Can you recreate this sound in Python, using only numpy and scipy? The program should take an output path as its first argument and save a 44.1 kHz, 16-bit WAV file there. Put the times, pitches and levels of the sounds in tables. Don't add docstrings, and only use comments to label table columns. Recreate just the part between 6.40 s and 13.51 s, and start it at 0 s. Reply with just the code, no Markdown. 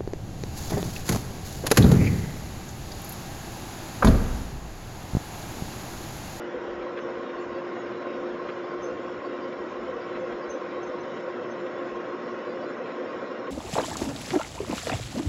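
import sys
import numpy as np
from scipy import signal
from scipy.fft import rfft, irfft, next_fast_len
from scipy.io import wavfile

SR = 44100
rng = np.random.default_rng(int(sys.argv[2]) if len(sys.argv) > 2 else 0)


def master(y):
    cut = np.clip(np.atleast_2d(y).T, -1, 1)
    pcm = np.round(cut * 32767)
    wavfile.write(sys.argv[1], SR, pcm.astype(np.int16))


N = 313401
TIME_S = np.arange(N) / SR

# t/s, f/Hz
SLOT_RATE = [(0, 117.45), (1, 117.51), (5, 118.37), (6, 118.52), (6.5, 118.75), (7.11, 118.5)]
SLOTS = 20
# t/s, level/dB
MAIN_NOTE = [(0.0, -39.5), (0.18, -39), (0.97, -40.5), (1.03, -36), (1.13, -39.5), (1.15, -37.5),
             (1.82, -39), (1.86, -33), (1.98, -44), (2.0, -41.5), (2.39, -38.5), (2.53, -38.5), (2.57, -50),
             (2.65, -39), (2.81, -49), (2.87, -38), (3.3, -41), (3.32, -49), (3.36, -41), (3.7, -42),
             (3.72, -38), (4.24, -42.5), (4.47, -36.5), (4.51, -43), (4.55, -37.5), (4.77, -44.5),
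             (4.99, -36.5), (5.03, -51), (5.09, -40), (5.2, -38.5), (5.24, -35), (5.28, -41), (5.58, -37.5),
             (5.68, -47), (5.74, -33.5), (5.8, -47.5), (5.92, -38.5), (6.03, -50), (6.07, -40.5),
             (6.33, -39), (6.35, -53), (6.61, -37.5), (6.71, -48), (6.77, -41), (6.81, -57), (6.85, -45),
             (6.87, -43.5), (7.11, -46)]
OVERTONES = (2, 4, 5)
# t/s, 2nd, 4th and 5th harmonic level/dB (pre-trim)
OVERTONE_LEVELS = [(0, -67.5, -48, -48), (.6, -59, -47, -46), (1.4, -52.5, -67.5, -50.5),
                   (2.0, -59, -49.5, -49), (2.6, -55, -55, -51), (3.3, -54.5, -49, -50),
                   (3.9, -53, -44.5, -47.5), (4.6, -54, -56, -47.5), (5.7, -51, -55, -49.5),
                   (6.2, -52, -60, -44.5), (6.6, -49.5, -66, -51), (7.11, -61.5, -44, -48)]
# multiple of the shaft rate, level/dB
SHAFT_TONES = [(31, -63.5), (35, -61), (50, -63.5), (58, -63.5), (61, -73), (62, -52.5), (63, -61),
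               (71, -58), (79, -57), (81, -60), (82, -61.5), (84, -50), (121, -62.5), (124, -68),
               (160, -71.5)]
THROB_DB, THROB_DEPTH_DB, THROB_PLACE_TURNS = -67.5, 2, 0.091

# f/Hz, level/(dB per Hz) (pre-trim)
RUB = [(175, -73.5), (200, -73.5), (275, -64), (400, -68), (560, -67.5), (735, -71.5), (790, -72.5),
       (825, -77.5), (890, -77), (975, -71.5), (1130, -75.5), (1250, -77.5), (1520, -74.5), (1750, -81.5),
       (2100, -82)]
# f/Hz, level/(dB per Hz) (pre-trim)
HISS = [(1900, -97), (2300, -86), (3100, -88), (3900, -94.5), (4400, -99.5), (5000, -97.5), (5900, -102),
        (7200, -103)]
RUB_FLUTTER_SPREAD_DB, RUB_FLUTTER_RATE_HZ = 0.5, 53

# f/Hz, level/(dB per Hz) (pre-trim)
MUTTER = [(92, -86), (120, -76.5), (150, -74), (175, -75)]
# centre t/s, half length/s
QUIET_MOMENTS = [(.35, .015), (0.883, 0.053), (1.903, 0.011), (2.83, 0.017), (2.955, 0.017), (3.43, .035),
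                 (3.96, .02), (4.062, .02), (4.18, 0.032), (4.546, .015), (4.838, 0.02), (5.283, .015),
                 (5.9, .012), (6.02, .025), (6.395, .02), (6.586, 0.036), (6.897, .035)]
QUIET_DEPTH_DB = 17.5

SHIMMER_PER_S, SHIMMER_HALF_S = 110, 0.028
SHIMMER_LOW_HZ, SHIMMER_HIGH_HZ, SHIMMER_DB, SHIMMER_FALL_DB_PER_OCTAVE = 1151.2, 4165, -55.5, 6.5
SHIMMER_SPREAD_DB, SHIMMER_GLIDE_SPREAD_HZ_PER_S = 2, 270

# f/Hz, width/Hz, level/dB before exposure, share repeating each turn (0-1)
HOUSING = [(322.5, 16, -57, 0.5), (366.6, 20, -55.5, 1), (443.4, 35, -52, 0), (472.2, 16, -53, 0),
           (508, 28.6, -49.5, 0.18), (530.5, 21, -46, 0), (943.7, 26, -59, 0), (1185, 51, -59, 0.9),
           (1312.5, 43, -58, 0.5), (1423, 53, -59.5, 0.05), (1914, 57, -59.5, 0.1), (2070, 40, -69, 0.01),
           (2828, 100, -72.5, 0.2), (3540, 46, -78, 0.8), (3910, 17, -76, 0.2), (4250, 46, -78, 0.5),
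           (5356, 200, -70.5, 0.25)]
FLUTTER_SPREAD_DB, FLUTTER_RATE_HZ = 1.8, 20
# t/s, housing gain/dB, brush holder level/dB
EXPOSURE = [(0, -1, -58.5), (.5, 1, -47), (2.3, 1.5, -44.5), (4.5, 2, -46.5), (7.11, 2.5, -46)]
# place/turns, half width/turns, added drag/dB re smooth drag
HIGH_SPOTS = [(0.019, 0.022, 0), (0.163, 0.035, 2.5), (.32, 0.018, -2.5), (0.549, 0.057, 3),
              (0.766, 0.032, 11.5), (0.853, 0.029, 8.5)]
HOLDER_ORDER = 182
HOLDER_DRAG_EXPONENT, GROWL_DRAG_EXPONENT = 0.85, 0.37

# half-rise t/s, length at half height/s, level/dB (pre-trim)
THRUM_SWELLS = [(0.007, 0.083, -64.5), (0.157, 0.046, -54), (0.278, 0.17, -53), (0.51, 0.074, -65),
                (0.62, 0.06, -63), (0.69, 0.03, -60), (0.758, 0.042, -56), (0.94, 0.042, -59.5),
                (1.052, 0.05, -55), (1.11, 0.04, -53), (1.46, 0.036, -57), (1.682, 0.037, -77),
                (1.78, 0.04, -59), (1.907, 0.06, -58), (2.03, 0.067, -60), (2.382, 0.053, -56),
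                (2.517, 0.041, -55), (2.654, 0.07, -64), (2.774, 0.029, -57), (3.188, 0.042, -57),
                (3.31, 0.059, -62), (3.383, 0.2, -56.5), (3.745, 0.037, -56), (3.825, 0.054, -64),
                (3.92, 0.041, -53), (4.078, 0.045, -56), (4.47, 0.04, -58), (4.576, 0.08, -62),
                (5.52, 0.04, -58)]
THRUM_HZ, THRUM_EDGE_S = 64.7, 0.021
# f/Hz, relative level/(dB per Hz)
RUMBLE_COLOUR = [(22, -11), (45, -9), (65, -12), (92, -3)]
RUMBLE_START_DB, RUMBLE_FADE_DB_PER_S = -72, 1.2

# peak t/s, peak rms level/dB (pre-trim), half length/s, f/Hz
SURGES = [(.162, -29, 0.015, 506), (0.443, -31, 0.02, 512), (0.488, -41, 0.017, 507),
          (0.784, -43, 0.023, 517), (1.804, -33, .035, 499), (2.03, -35.5, 0.014, 498),
          (2.108, -39, 0.015, 530), (2.488, -31, 0.014, 507), (2.532, -36, .02, 512.5),
          (2.731, -38, 0.011, 506), (3.355, -39, 0.019, 490), (3.405, -37, .018, 509),
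          (3.495, -30, 0.015, 527), (3.583, -32, 0.015, 510), (3.823, -31.5, 0.025, 515),
          (4.031, -39, 0.022, 490), (4.155, -33, 0.023, 517.6), (4.37, -33.5, 0.012, 501),
          (4.503, -34.5, 0.023, 523), (4.545, -34.5, 0.013, 503), (4.875, -32, .018, 515),
          (5.01, -31, 0.016, 510.7), (5.256, -32.5, 0.025, 523), (5.397, -35, 0.031, 528),
          (5.559, -36.5, 0.014, 481), (5.868, -32.5, .014, 508), (6.112, -32.5, 0.038, 513),
          (6.2, -40, 0.019, 520), (6.409, -38, 0.019, 493), (6.523, -36.5, .022, 512.5),
          (6.613, -32, .021, 509), (6.752, -41, 0.013, 504.7), (6.881, -39, .022, 493)]
GROWL_WAVER_HZ = 12.06

# t/s, amplitude/dB before rise and decay
KNOCKS = [(.146, -27), (0.773, -21.5), (6.658, -24)]
KNOCK_HZ, KNOCK_RISE_S, KNOCK_DECAY_S = 486, 0.0019, 0.0059

# peak t/s, f/Hz, level at peak/dB, half length/s
SQUEAKS_AND_CHIRPS = [(0.32, 4570, -69, .014), (0.616, 6140, -64, 0.013), (.99, 4480, -62, .014),
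                      (1.018, 7070, -66, 0.015), (1.163, 4560, -61, .016), (1.404, 6700, -65, 0.018),
                      (1.48, 4750, -66, .015), (1.76, 4640, -67, 0.022), (2.121, 4680, -63, .013),
                      (2.247, 4600, -65, .014), (2.313, 4700, -62, .011), (2.441, 6170, -51, 0.011),
                      (2.458, 6260, -57, 0.025), (2.666, 4670, -72, 0.012), (2.86, 4600, -60, 0.013),
                      (3.035, 4760, -60, 0.016), (3.303, 6700, -71, .014), (3.626, 4770, -63, 0.016),
                      (3.816, 6150, -67, 0.011), (4.038, 4700, -60, .012), (4.11, 6280, -46.5, 0.0096),
                      (4.141, 6060, -56, 0.014), (4.182, 6200, -70, .025), (4.307, 4770, -68, .016),
                      (4.437, 6280, -54.5, 0.0064), (4.478, 6260, -61, 0.012), (4.612, 6100, -58, 0.0068),
                      (4.898, 4720, -67, .013), (5.117, 6200, -58, 0.011), (6.11, 4730, -62, 0.02),
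                      (6.24, 4690, -61, 0.014), (6.695, 4700, -63, .014)]

# half-rise t/s, length at half height/s, level/dB
SCUFFS = [(0.413, 0.025, -47.5), (0.566, 0.031, -40), (0.892, 0.019, -44), (1.3, 0.027, -49),
          (1.456, 0.044, -48), (1.614, .022, -47.5), (2.005, 0.02, -60), (2.085, 0.022, -41.5),
          (3.118, 0.018, -45.5), (3.675, 0.023, -48), (3.75, 0.032, -44.5), (3.92, 0.022, -45),
          (4.235, 0.031, -49), (4.766, 0.017, -44), (5.267, 0.019, -48), (5.395, 0.041, -50),
          (5.874, .02, -50.5), (6.457, .022, -43.5), (6.49, 0.038, -44.5), (7.068, 0.019, -43.5)]
# f/Hz, relative level/(dB per Hz)
SCUFF_COLOUR = [(600, -10), (1200, 10.5), (2300, 3.5), (3400, -5), (4300, -13.5)]
SCUFF_EDGE_S = 0.005

CUTOFF_HZ = 7270


def from_db(db):
    return 10 ** (np.asarray(db) / 20)


def rms_one(x):
    return x / np.sqrt(np.mean(x ** 2) + 1e-20)


def in_time(rows):
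    t_s, *columns = np.transpose(rows)
    return [np.interp(TIME_S, t_s, column) for column in columns]


def drift(rate_hz):
    pole = np.exp(-2 * np.pi * rate_hz * 40 / SR)
    white = rng.standard_normal(N // 40 + 2002)
    slow = signal.lfilter([1], [1, -2 * pole, pole * pole], white)[2000:]
    return np.interp(np.arange(N) / 40, np.arange(len(slow)), rms_one(slow))


def coloured(white, spectrum):
    hz, db = np.transpose(spectrum)
    size = next_fast_len(N)
    f_hz = np.maximum(np.arange(size // 2 + 1) * SR / size, 1)
    skirts = np.minimum(1, np.minimum(f_hz / hz[0], hz[-1] / f_hz)) ** 8
    density = from_db(np.interp(np.log(f_hz), np.log(hz), db))
    gain = density * skirts * np.sqrt(SR / 2)
    return irfft(rfft(white, size) * gain, size)[:N]


def patchy(x, low_hz, high_hz, spread_db, rate_hz, count):
    size = next_fast_len(N)
    spectrum = rfft(x, size)
    f_hz = np.arange(size // 2 + 1) * SR / size
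    band = np.searchsorted(np.geomspace(low_hz, high_hz, count - 1), f_hz)
    out = np.zeros(N)
    for k in range(count):
        out += irfft(spectrum * (band == k), size)[:N] * from_db(spread_db * drift(rate_hz))
    return out


def resonate(x, hz, width_hz):
    edges_hz = [hz - width_hz / 2, hz + width_hz / 2]
    sos = signal.butter(2, edges_hz, "band", fs=SR, output="sos")
    primed = np.concatenate([x[-SR:], x])
    return rms_one(signal.sosfilt(sos, primed)[SR:])


def swell(peak_s, half_s):
    return np.exp(-np.minimum(((TIME_S - peak_s) / half_s) ** 2 / 2, 30))


def plateau(start_s, length_s, edge_s):
    inside_s = np.minimum(TIME_S - start_s, start_s + length_s - TIME_S)
    return np.clip(inside_s / edge_s + .5, 0, 1)


def wavering(hz, waver_hz, rate_hz):
    cycles = np.cumsum(hz + waver_hz * drift(rate_hz)) / SR
    return np.sqrt(2) * np.sin(2 * np.pi * (cycles + rng.random()))


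def tone(turns, multiple, waver_db, jitter_rad):
    phase = 2 * np.pi * (multiple * turns + rng.random()) + jitter_rad * drift(15.0)
    return np.sqrt(2) * from_db(waver_db * drift(6.1)) * np.sin(phase)


def friction(turns, repeat):
    surface = rng.standard_normal(7400)
    returning = surface[(turns % 1 * len(surface)).astype(int)]
    return np.sqrt(repeat) * returning + np.sqrt(1 - repeat) * rng.standard_normal(N)


def hum(turns):
    main_db, = in_time(MAIN_NOTE)
    main = from_db(main_db) * tone(turns, SLOTS * 3, waver_db=0.5, jitter_rad=0.2)
    overtones = sum(from_db(db) * tone(turns, SLOTS * k, waver_db=2.0, jitter_rad=0.65)
                    for k, db in zip(OVERTONES, in_time(OVERTONE_LEVELS)))
    uneven = sum(from_db(db) * tone(turns, k, waver_db=0.5, jitter_rad=0.32) for k, db in SHAFT_TONES)
    throb_db = THROB_DB + THROB_DEPTH_DB * np.cos(2 * np.pi * (turns - THROB_PLACE_TURNS))
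    throb = from_db(throb_db) * tone(turns, SLOTS, waver_db=3.0, jitter_rad=0.92)
    return main + from_db(0.1) * overtones + uneven + throb


def brushes(turns):
    rub = patchy(coloured(friction(turns, repeat=0.11), RUB),
                 low_hz=176.4, high_hz=1803, spread_db=1.35, rate_hz=12, count=16)
    hiss = patchy(coloured(friction(turns, repeat=0.039), HISS),
                  low_hz=2137, high_hz=6900, spread_db=2.5, rate_hz=9, count=32)
    flutter = from_db(RUB_FLUTTER_SPREAD_DB * drift(RUB_FLUTTER_RATE_HZ))
    return flutter * (from_db(0.87) * rub + from_db(-1.0) * hiss)


def mutter(turns):
    quiet_db = QUIET_DEPTH_DB * sum(swell(t_s, half_s) for t_s, half_s in QUIET_MOMENTS)
    drone = from_db(-61.5) * wavering(hz=119.6, waver_hz=16, rate_hz=30)
    noise = from_db(-2.5) * coloured(friction(turns, repeat=0.039), MUTTER)
    return from_db(1.0 * drift(23) - quiet_db) * (drone + noise)


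def shimmer():
    count = SHIMMER_PER_S * N // SR
    t_s = np.arange(-SR // 8, SR // 8) / SR
    bell = np.exp(-(t_s / SHIMMER_HALF_S) ** 2 / 2)
    out = np.zeros(N + len(t_s))
    places = rng.random((count, 3))
    spreads = np.clip(rng.standard_normal((count, 2)), -2, 2)
    for (when, place, phase), (size, glide) in zip(places, spreads):
        octaves = place * np.log2(SHIMMER_HIGH_HZ / SHIMMER_LOW_HZ)
        hz = SHIMMER_LOW_HZ * 2 ** octaves
        glide_hz_per_s = glide * SHIMMER_GLIDE_SPREAD_HZ_PER_S
        cycles = hz * t_s + glide_hz_per_s * t_s ** 2 / 2 + phase
        level_db = SHIMMER_DB - SHIMMER_FALL_DB_PER_OCTAVE * octaves + SHIMMER_SPREAD_DB * size
        start = int(when * N)
        out[start:start + len(t_s)] += np.sqrt(2) * from_db(level_db) * bell * np.sin(2 * np.pi * cycles)
    return out[len(t_s) // 2:][:N]


def housing(turns):
    out = np.zeros(N)
    for hz, width_hz, db, repeat in HOUSING:
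        flutter = from_db(FLUTTER_SPREAD_DB * drift(FLUTTER_RATE_HZ))
        out += from_db(db) * rms_one(flutter * resonate(friction(turns, repeat), hz, width_hz))
    return out


def drag(turns):
    force = 1
    for place, half, db in HIGH_SPOTS:
        offset_turns = (turns - place + .5) % 1 - .5
        force = force + from_db(db) * np.exp(-(offset_turns / half) ** 2 / 2)
    return force


def brush_holder(turns):
    singing = tone(turns, HOLDER_ORDER, waver_db=0.5, jitter_rad=1.18)
    rasp = resonate(friction(turns, repeat=0.45), hz=1063.4, width_hz=75)
    return rms_one(drag(turns) ** HOLDER_DRAG_EXPONENT * (singing + from_db(-3.0) * rasp))


def thrum():
    swells = sum(from_db(db) * plateau(t_s, length_s, THRUM_EDGE_S) for t_s, length_s, db in THRUM_SWELLS)
    rumble_db = RUMBLE_START_DB - RUMBLE_FADE_DB_PER_S * TIME_S + 3.6 * drift(9)
    rumble = from_db(rumble_db) * rms_one(coloured(rng.standard_normal(N), RUMBLE_COLOUR))
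    return from_db(-2.0) * swells * wavering(THRUM_HZ, waver_hz=12, rate_hz=20) + rumble


def growl(turns):
    level = sum(from_db(db) * swell(t_s, half_s) for t_s, db, half_s, _ in SURGES)
    pitch_hz, = in_time([(t_s, hz) for t_s, _, _, hz in SURGES])
    roughness = rms_one(drag(turns) ** GROWL_DRAG_EXPONENT)
    return from_db(-3.0) * level * roughness * wavering(pitch_hz, GROWL_WAVER_HZ, rate_hz=47.4)


def knocks():
    out = np.zeros(N)
    for t_s, db in KNOCKS:
        age_s = np.clip(TIME_S - t_s, 0, 1)
        envelope = np.minimum(age_s / KNOCK_RISE_S, 1) * np.exp(-age_s / KNOCK_DECAY_S)
        out += from_db(db) * envelope * np.sin(2 * np.pi * KNOCK_HZ * age_s)
    return out


def squeaks_and_chirps():
    wobble_cycles = np.cumsum(75 * drift(300)) / SR
    out = np.zeros(N)
    for t_s, hz, db, half_s in SQUEAKS_AND_CHIRPS:
        sine = np.sin(2 * np.pi * (hz * TIME_S + wobble_cycles))
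        out += np.sqrt(2) * from_db(db) * swell(t_s, half_s) * sine
    return out


def scuffs():
    grit = from_db(2.1 * drift(250))
    scrape = rms_one(coloured(rng.standard_normal(N), SCUFF_COLOUR) * grit)
    return scrape * sum(from_db(db) * plateau(t_s, length_s, SCUFF_EDGE_S) for t_s, length_s, db in SCUFFS)


def scene():
    slot_hz, = in_time(SLOT_RATE)
    turns = np.cumsum(slot_hz / SLOTS) / SR
    housing_db, holder_db = in_time(EXPOSURE)
    steady = hum(turns) + brushes(turns) + mutter(turns) + shimmer() + thrum()
    ringing = from_db(housing_db) * housing(turns) + from_db(holder_db) * brush_holder(turns)
    mix = steady + ringing + growl(turns) + knocks() + squeaks_and_chirps() + scuffs()
    return mix[None]


def record(dry):
    sos = signal.ellip(12, .1, 80, CUTOFF_HZ, fs=SR, output="sos")
    return signal.sosfilt(sos, dry)


dry = scene()
out = record(dry)
master(out)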